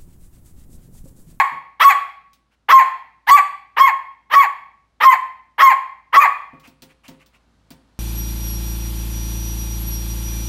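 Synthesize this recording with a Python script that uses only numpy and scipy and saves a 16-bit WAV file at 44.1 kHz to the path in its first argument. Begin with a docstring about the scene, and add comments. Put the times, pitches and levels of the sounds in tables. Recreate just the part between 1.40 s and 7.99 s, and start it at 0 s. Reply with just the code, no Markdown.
"""A lively room: a puppy stands with its paws on a glass table and yaps at a tin of food.
Each yap is vocal fold pulses and breath: a rising rasp, a clean high yip, a hoarse falling end.
The paws thud and ring the table's modes, claws tick and the nose sniffs in bursts of coloured noise.
Quiet air and a low hum lie beneath. The close microphone's limiter flattens the yips."""
import sys
import numpy as np
from scipy import signal
from scipy.fft import rfft, irfft
from scipy.io import wavfile
from scipy.ndimage import uniform_filter1d, minimum_filter1d, map_coordinates

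SR = 44100
rng = np.random.default_rng(int(sys.argv[2]) if len(sys.argv) > 2 else 0)


def pcm_store(signal):
    """Save signal as 16-bit PCM."""
    levels = np.round(np.clip(np.atleast_2d(signal), -1, 1) * 32767)
    wavfile.write(sys.argv[1], SR, levels.astype(np.int16).T)


N = 290619
LEAD_S = .25  # rendered before time zero, then cut off


def from_db(db):
    """Amplitude factor of a level in dB."""
    return 10 ** (np.asarray(db) / 20)


def rms_one(x):
    """Scale to rms 1."""
    return x / np.sqrt(np.mean(x ** 2) + 1e-20)


def at_hz(points, hz):
    """Read a (Hz, value) curve, linear over log frequency."""
    known_hz, values = np.transpose(points)
    return np.interp(np.log(np.maximum(hz, 1)), np.log(known_hz), values)


def noise(spectrum, size):
    """Noise coloured by a (Hz, dB) curve, rms 1."""
    hz = np.fft.rfftfreq(size, 1 / SR)
    white = rng.standard_normal(size)
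    return rms_one(irfft(rfft(white) * from_db(at_hz(spectrum, hz)), size))


def wobble(t, per_s):
    """Smooth random motion of spread about 1 that takes a new value per_s times a second."""
    return map_coordinates(rng.standard_normal(256), [t * per_s], order=3, mode="mirror")


def add(track, s, sound):
    """Mix a sound into a track that begins LEAD_S before time zero."""
    start = max(round((s + LEAD_S) * SR), 0)
    part = sound[:max(len(track) - start, 0)]
    track[start:start + len(part)] += part


def fold_phase(t, pitch_hz, jitter):
    """Angle of the vocal folds' cycle, unsteady from one cycle to the next."""
    return 2 * np.pi * np.cumsum(pitch_hz * (1 + jitter * wobble(t, 400))) / SR


def ring(t, phase, pitch_hz, centre_hz, width_hz, shimmer=0.3, scatter_rad=.6):
    """Each closing of the folds rings a muzzle resonance, with uneven strength and phase; rms 1."""
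    age_s = phase % (2 * np.pi) / (2 * np.pi * pitch_hz)
    decay = age_s * np.exp(-np.pi * width_hz * age_s)
    pulses = decay * np.sin(2 * np.pi * centre_hz * age_s + scatter_rad * wobble(t, 700))
    damping = 1 - (age_s * pitch_hz) ** 6  # the opening folds stop the ring
    return rms_one(pulses * damping * (1 + shimmer * wobble(t, 900)))


def hoarse(t, phase, pitch_hz, throat, shimmer, breath_db, odd_db, shift=1):
    """Fold pulses plus breath that they modulate, throat resonances moved by shift; rms 1."""
    k = np.arange(1, 14)[:, None]
    gains = from_db(at_hz(throat, k * pitch_hz / shift) + odd_db * (k % 2))
    harmonics = gains * np.sin(k * phase + rng.uniform(0, 2 * np.pi, k.shape))
    pulses = harmonics.sum(0) / np.sqrt((gains ** 2).sum(0) / 2)
    breath = noise(throat, len(t)) * (1 + 0.12 * np.cos(phase))
    return rms_one(pulses * (1 + shimmer * wobble(t, 350)) + from_db(breath_db) * breath)


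# Throat with the mouth wide open. Each row: frequency in Hz, gain in dB.
THROAT_OPEN = [(150, -45.5), (400, -20.5), (680, -20.5), (850, -3), (1150, 0.5), (1450, -9.5), (1750, -3.5),
               (2150, -6.5), (2550, -18.5), (2950, -16), (3900, -28), (5400, -39), (7000, -45), (9500, -46)]


def rasp(t, length_s, low_hz, top_hz, swell_db):
    """Pressure builds: pitch, loudness and roughness climb, and the opening jaws brighten the end."""
    climb = np.sin(np.pi / 2 * np.clip(t / (.85 * length_s), 0, 1))
    strain = np.clip(t / length_s, 0, 1) ** 2
    pitch_hz = low_hz + (top_hz - low_hz) * climb
    phase = fold_phase(t, pitch_hz, jitter=0.0092 + 0.045 * strain)
    voice = hoarse(t, phase, pitch_hz, THROAT_OPEN, shimmer=.25 + .2 * strain,
                   breath_db=-8.5 + 5.2 * strain, odd_db=-2)
    voice += from_db(-13.5) * (1 - strain) * ring(t, phase, pitch_hz, 3000, width_hz=810)
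    voice += from_db(-17.5) * strain * ring(t, phase, pitch_hz, 5300, width_hz=1200)
    voice += from_db(-25.5) * ring(t, phase, pitch_hz, 15000 - 2400 * climb, width_hz=3200)
    return voice * from_db(-swell_db * (1 - climb))


# Overtones of the yip above the octave. Each row: frequency in Hz, mean level in dB re the fundamental.
YIP_OVERTONES = [(3300, -33.5), (4400, -43.5), (5500, -44), (6800, -42), (9800, -49.5), (12000, -44),
                 (13700, -37), (15500, -47)]
FRAY_RAD = .06  # unsteadiness of the folds' closing


def yip(t, pitch_hz, progress, octave_db, wander=0.0085, jitter=0.0075, early_octave_db=-24,
        doubling_db=-19, breath_db=-33, slide=0.092, flutter_db=6.0):
    """The folds lock onto the throat's first resonance: nearly a sine, its octave growing."""
    phase = fold_phase(t, pitch_hz * (1 + wander * wobble(t, 53.96)), jitter)
    # the upper resonances slide down as the muzzle pushes forward
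    stretch = 1 + slide * (progress - .5)
    # uneven closing frays the high overtones
    closing = phase + FRAY_RAD * wobble(t, 900)
    overtones = 0
    for k in range(3, 15):
        overtone_db = at_hz(YIP_OVERTONES, k * pitch_hz * stretch) + flutter_db * wobble(t, 70)
        overtones = overtones + from_db(overtone_db) * np.sin(k * closing)
    octave = from_db(octave_db + early_octave_db * (1 - progress)) * np.cos(2 * phase)
    # near both ends every second cycle differs: a line at 1.5 times the pitch
    doubling = from_db(doubling_db) * (2 * progress - 1) ** 4 * np.sin(3 * phase / 2)
    tone = rms_one(np.sin(phase) + octave + doubling + overtones)
    muzzle = ring(t, closing, pitch_hz, 13900 / stretch, width_hz=2400, shimmer=.25, scatter_rad=.1)
    return tone + from_db(-34.5) * muzzle + from_db(breath_db) * noise(THROAT_OPEN, len(t))


# Throat with the mouth closing. Each row: frequency in Hz, gain in dB.
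THROAT_CLOSING = [(200, -54), (550, -28), (830, -5.5), (1100, 6), (1450, -16.5), (1800, -3.5), (2150, 1.5),
                  (2500, -5.5), (3000, -22.5), (3900, -33.5), (4650, -25), (5800, -51), (7000, -42.5),
                  (9500, -48.5)]
MOUTH_CLOSING = 0.09  # share by which the throat's resonances drop


def fall(t, length_s, break_hz, end_hz, drop_s=0.037):
    """Pressure runs out: a low register sinks as the mouth closes; t counts from the break."""
    sink = np.clip((t - length_s) / min(length_s, drop_s) + 1, 0, 1)
    pitch_hz = break_hz + (end_hz - break_hz) * sink
    phase = fold_phase(t, pitch_hz, jitter=.014)
    voice = hoarse(t, phase, pitch_hz, THROAT_CLOSING, shimmer=.35, breath_db=-12, odd_db=-4.5,
                   shift=1 - MOUTH_CLOSING * sink)
    voice += from_db(-26.5 - 5.7 * sink) * ring(t, phase, pitch_hz, 6600 + 900 * sink, width_hz=860)
    voice += from_db(-20.5 - 12 * sink) * ring(t, phase, pitch_hz, 13300 - 900 * sink, width_hz=2600)
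    return voice * from_db(-11 * sink ** 2)


def brighten(x, db, above_hz=3000):
    """Raise or lower the treble with a first-order shelf."""
    dull = signal.sosfilt(signal.butter(1, above_hz, fs=SR, output="sos"), x)
    return dull + from_db(db) * (x - dull)


RASP_RISE_HZ, RASP_DB = 288.8, -6  # scoop of every rasp; its peak re the yip
ATTACK_S, HANDOVER_S = 0.0085, 0.0098  # start of the rasp; half of each cross-fade
YIP_SAG_DB, YIP_WAVER_DB = 1.76, 0.56  # the yip tires towards its end and wavers
YIP_ARCH_HZ = 16  # the yip's pitch droops at both ends
FALL_END_HZ, FALL_DB = 365.2, -9.5  # end pitch of every fall; its initial level re the yip
FALL_S, USUAL_BREAK_HZ = .044, 513.3  # length of a fall that starts from the usual pitch


def yap(rasp_s, yip_s, rasp_hz, yip_hz, glide_hz, break_hz, level_db, treble_db, swell_db, octave_db):
    """One push of air: rasp, yip and fall, cross-fading within milliseconds."""
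    t = np.arange(SR // 5) / SR
    fall_s = FALL_S * (break_hz / USUAL_BREAK_HZ) ** 1.8  # from a higher pitch it takes longer to sink
    lock_s, crack_s = rasp_s, rasp_s + yip_s
    end_s = crack_s + fall_s

    start = from_db(RASP_DB) * rasp(t, rasp_s, rasp_hz - RASP_RISE_HZ, rasp_hz, swell_db)
    start *= np.interp(t, [0, ATTACK_S, lock_s - HANDOVER_S, lock_s + HANDOVER_S], [0, 1, 1, 0])

    progress = np.clip((t - lock_s) / yip_s, 0, 1)
    arch = np.minimum(np.abs(2 * (t - lock_s) / yip_s - 1), 1.4) ** 4
    pitch_hz = yip_hz + glide_hz * (progress - .5) - YIP_ARCH_HZ * arch
    tone_db = YIP_WAVER_DB * wobble(t, 80) - YIP_SAG_DB * progress ** 2
    tone = yip(t, pitch_hz, progress, octave_db) * from_db(tone_db)
    tone *= np.interp(t, [lock_s - HANDOVER_S, lock_s + HANDOVER_S,
                          crack_s - HANDOVER_S, crack_s + HANDOVER_S], [0, 1, 1, 0])

    ending = from_db(FALL_DB) * fall(t - crack_s, fall_s, break_hz, FALL_END_HZ)
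    ending *= np.interp(t, [crack_s - HANDOVER_S, crack_s + HANDOVER_S,
                            end_s, end_s + HANDOVER_S], [0, 1, 1, 0])
    return from_db(level_db) * brighten(start + tone + ending, treble_db)


# Yaps. Each row: start in seconds, rasp length in seconds, yip length in seconds, rasp top in Hz,
# yip pitch in Hz, yip glide in Hz, pitch after the break in Hz, level in dB, treble in dB,
# rasp swell in dB, octave overtone at the yip's end in dB.
YAPS = [(-.125, 0.037, 0.06, 647.3, 1094, -17, 520.5, 2.5, 0, 1, -8),
        (.396, .047, .053, 673, 1122, 28, 440, 0.5, 5, 11, -21.5),
        (1.284, 0.043, 0.056, 643, 1074, -30.5, 503.3, 1.5, -0.5, 8.5, -15.5),
        (1.867, 0.041, .061, 1000, 1145, 28, 434.3, -.5, 3, 20.5, -14),
        (2.364, 0.038, 0.066, 629, 1084, -11.5, 514.2, -2.5, -4, 12, -4.5),
        (2.895, 0.058, 0.067, 638.5, 1114, -49.5, 514.4, -4, -1, 34.5, -7),
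        (3.601, .049, .065, 651.4, 1054, -32.5, 512.8, -2.5, -0.5, 11.5, -5),
        (4.18, 0.045, 0.067, 656, 1079, -58, 499.8, -1, -1.5, 11.5, -6),
        (4.724, 0.044, 0.037, 680.5, 1128, 18, 613.3, 3, -4, 22.5, -16.5)]


def puppy(size):
    """Every push of air at its time."""
    track = np.zeros(size)
    for start_s, *shape in YAPS:
        add(track, start_s, yap(*shape))
    return track


# Ring time of the room. Each row: frequency in Hz, t60 in seconds.
# Negative points only steer the interpolation: every band centre reads a positive t60.
ROOM_T60 = [(150, 0.4), (600, 0.627), (1100, 0.4438), (2500, 0.5634), (5000, 0.5), (7000, -0.68),
            (9500, 0.72), (14000, -0.03)]
# How strongly the sources excite the room. Each row: frequency in Hz, echo level in dB.
ROOM_SEND = [(150, -6.5), (700, -10.5), (1100, -8), (2200, -11.5), (4500, -9.5), (8000, -7.5),
             (14000, -15.5)]


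def room(x, first_echo_s=.0018, build_s=.011):
    """Diffuse echoes as banded noise that builds up, then dies away at each band's own rate."""
    t = np.arange(SR) / SR
    edges_hz, response = np.geomspace(90, 17000, 13), 0
    white = rng.standard_normal((2, SR))
    for k, (low_hz, high_hz) in enumerate(zip(edges_hz, edges_hz[1:])):
        hz = np.sqrt(low_hz * high_hz)
        build = np.clip((t - first_echo_s) / build_s, 0, 1)
        decay = from_db(-60 * t / at_hz(ROOM_T60, hz)) * build
        bandpass = signal.butter(2, [low_hz, high_hz], "band", fs=SR, output="sos")
        band = signal.sosfilt(bandpass, white[k % 2])
        gain = from_db(at_hz(ROOM_SEND, hz)) / np.sqrt(np.sum(decay ** 2))
        response = response + gain * band * decay
    return signal.fftconvolve(x, response)[:len(x)]


# Background air. Each row: frequency in Hz, relative level in dB.
AIR_COLOUR = [(25, -19), (55, -9.5), (100, -6.5), (250, -9), (400, -17.5), (1200, -19), (2400, -28),
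              (4000, -27.5), (10000, -40.5), (15000, -53.5)]
# Background level over time. Each row: time in seconds, level in dB before AIR_TRIM_DB.
AIR_LEVEL = [(3.3, -70), (3.68, -68), (4.45, -70.5), (6.59, -61.5)]
AIR_TRIM_DB = 0.5
HUM_HZ, HUM_DB = 56.5, -1  # a motor in the house; dB re the air


def background():
    """Quiet air as coloured noise, and a low sine hum, sharing one slow level curve."""
    t = np.arange(N) / SR
    hum = from_db(HUM_DB) * rms_one(np.sin(2 * np.pi * HUM_HZ * t))
    level_db = AIR_TRIM_DB + np.interp(t, *np.transpose(AIR_LEVEL))
    return from_db(level_db) * (noise(AIR_COLOUR, N) + hum)


# Paws landing on the glass top. Each row: time in seconds, level in dB.
PAWS = [(0.121, -45), (5.131, -45), (5.277, -49.5), (5.423, -45.5), (5.685, -39.5), (6.306, -43)]
# Modes of the table. Each row: frequency in Hz, mean level in dB, t60 in seconds.
TABLE_MODES = [(154.6, -1.5, 0.26), (246, 2, 0.13), (262.4, -1, 0.4), (340, -8.5, 0.22), (404, -19, 0.26),
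               (526, -14.5, 0.53), (686, -6.5, 0.14), (921.4, -11, 0.27)]
# Dull thud of a pad. Each row: frequency in Hz, relative level in dB.
PAD_COLOUR = [(60, -8), (160, -3), (320, 0.5), (480, -13.5), (900, -14.5), (2500, -18), (6000, -47)]


def paws(size, pad_t60_s=.28, pad_db=-4.5, attack_s=0.0034, mode_spread_db=2.2):
    """Soft pads thud and set the table's modes ringing, in a new balance each time."""
    track, t = np.zeros(size), np.arange(SR // 3) / SR
    for s, db in PAWS:
        table = np.zeros(len(t))
        for hz, mode_db, t60_s in TABLE_MODES:
            gain_db = mode_db + rng.normal(0, mode_spread_db) - 60 * t / t60_s
            table += from_db(gain_db) * np.sin(2 * np.pi * hz * t)
        thud = from_db(pad_db - 60 * t / pad_t60_s) * noise(PAD_COLOUR, len(t))
        add(track, s, from_db(db) * (table + thud) * np.minimum(t / attack_s, 1))
    return track


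# Claws ticking on the glass. Each row: time in seconds, level in dB.
CLAWS = [(0.932, -50.5), (5.198, -51), (5.274, -45), (5.421, -38.5), (5.681, -39), (5.861, -51),
         (6.305, -39.5)]
# Tick of a claw. Each row: frequency in Hz, relative level in dB.
CLAW_COLOUR = [(300, -9.5), (900, -15.5), (2500, -3), (4500, -1.5), (7000, -8.5), (10000, -12),
               (13500, -13), (16000, -1)]


def claws(size, t60_s=0.12):
    """Hard tips strike the glass: short bright ticks of decaying noise."""
    track, t = np.zeros(size), np.arange(SR // 3) / SR
    for s, db in CLAWS:
        add(track, s, from_db(db - 60 * t / t60_s) * noise(CLAW_COLOUR, len(t)))
    return track


# Sniffs. Each row: middle in seconds, level in dB.
SNIFFS = [(1.133, -64.5), (5.255, -48), (5.51, -55), (5.659, -48.5), (5.817, -54.5), (5.954, -56)]
# Air in the nose. Each row: frequency in Hz, relative level in dB.
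SNIFF_COLOUR = [(300, -16), (900, -3.5), (1200, -1.5), (1700, -4), (2100, 0), (2700, 2.5), (3800, -14.5),
                (7000, -17.5), (10000, -21), (15000, -26)]


def sniffs(size, length_s=0.053):
    """Short puffs of air through the puppy's nose: noise under a half-sine swell."""
    track, t = np.zeros(size), np.arange(SR // 2) / SR
    swell = np.sin(np.pi * np.minimum(t / length_s, 1))
    for middle_s, db in SNIFFS:
        add(track, middle_s - length_s / 2, from_db(db) * swell * noise(SNIFF_COLOUR, len(t)))
    return track


def scene():
    """The puppy's sounds, dry and through the room, over the background."""
    size = N + round(LEAD_S * SR)
    near = puppy(size) + paws(size) + claws(size) + sniffs(size)
    return ((near + room(near))[-N:] + background())[None]


def record(dry, release_db_per_s=160, ceiling_db=-.3, cutoff_hz=15800):
    """A fast limiter holds the peaks under full scale, then a steep low-pass cuts the top."""
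    ramp_db = release_db_per_s * np.arange(N) / SR
    over_db = np.maximum(20 * np.log10(np.abs(dry[0]) + 1e-9) - ceiling_db, 0)
    # each peak's reduction lets go at the release rate
    held_db = np.maximum.accumulate(over_db + ramp_db) - ramp_db
    gain_db = uniform_filter1d(minimum_filter1d(-held_db, size=61), size=61)
    lowpass = signal.ellip(10, .1, 70, cutoff_hz, fs=SR, output="sos")
    return signal.sosfilt(lowpass, dry * from_db(gain_db))


dry = scene()
out = record(dry)
pcm_store(out)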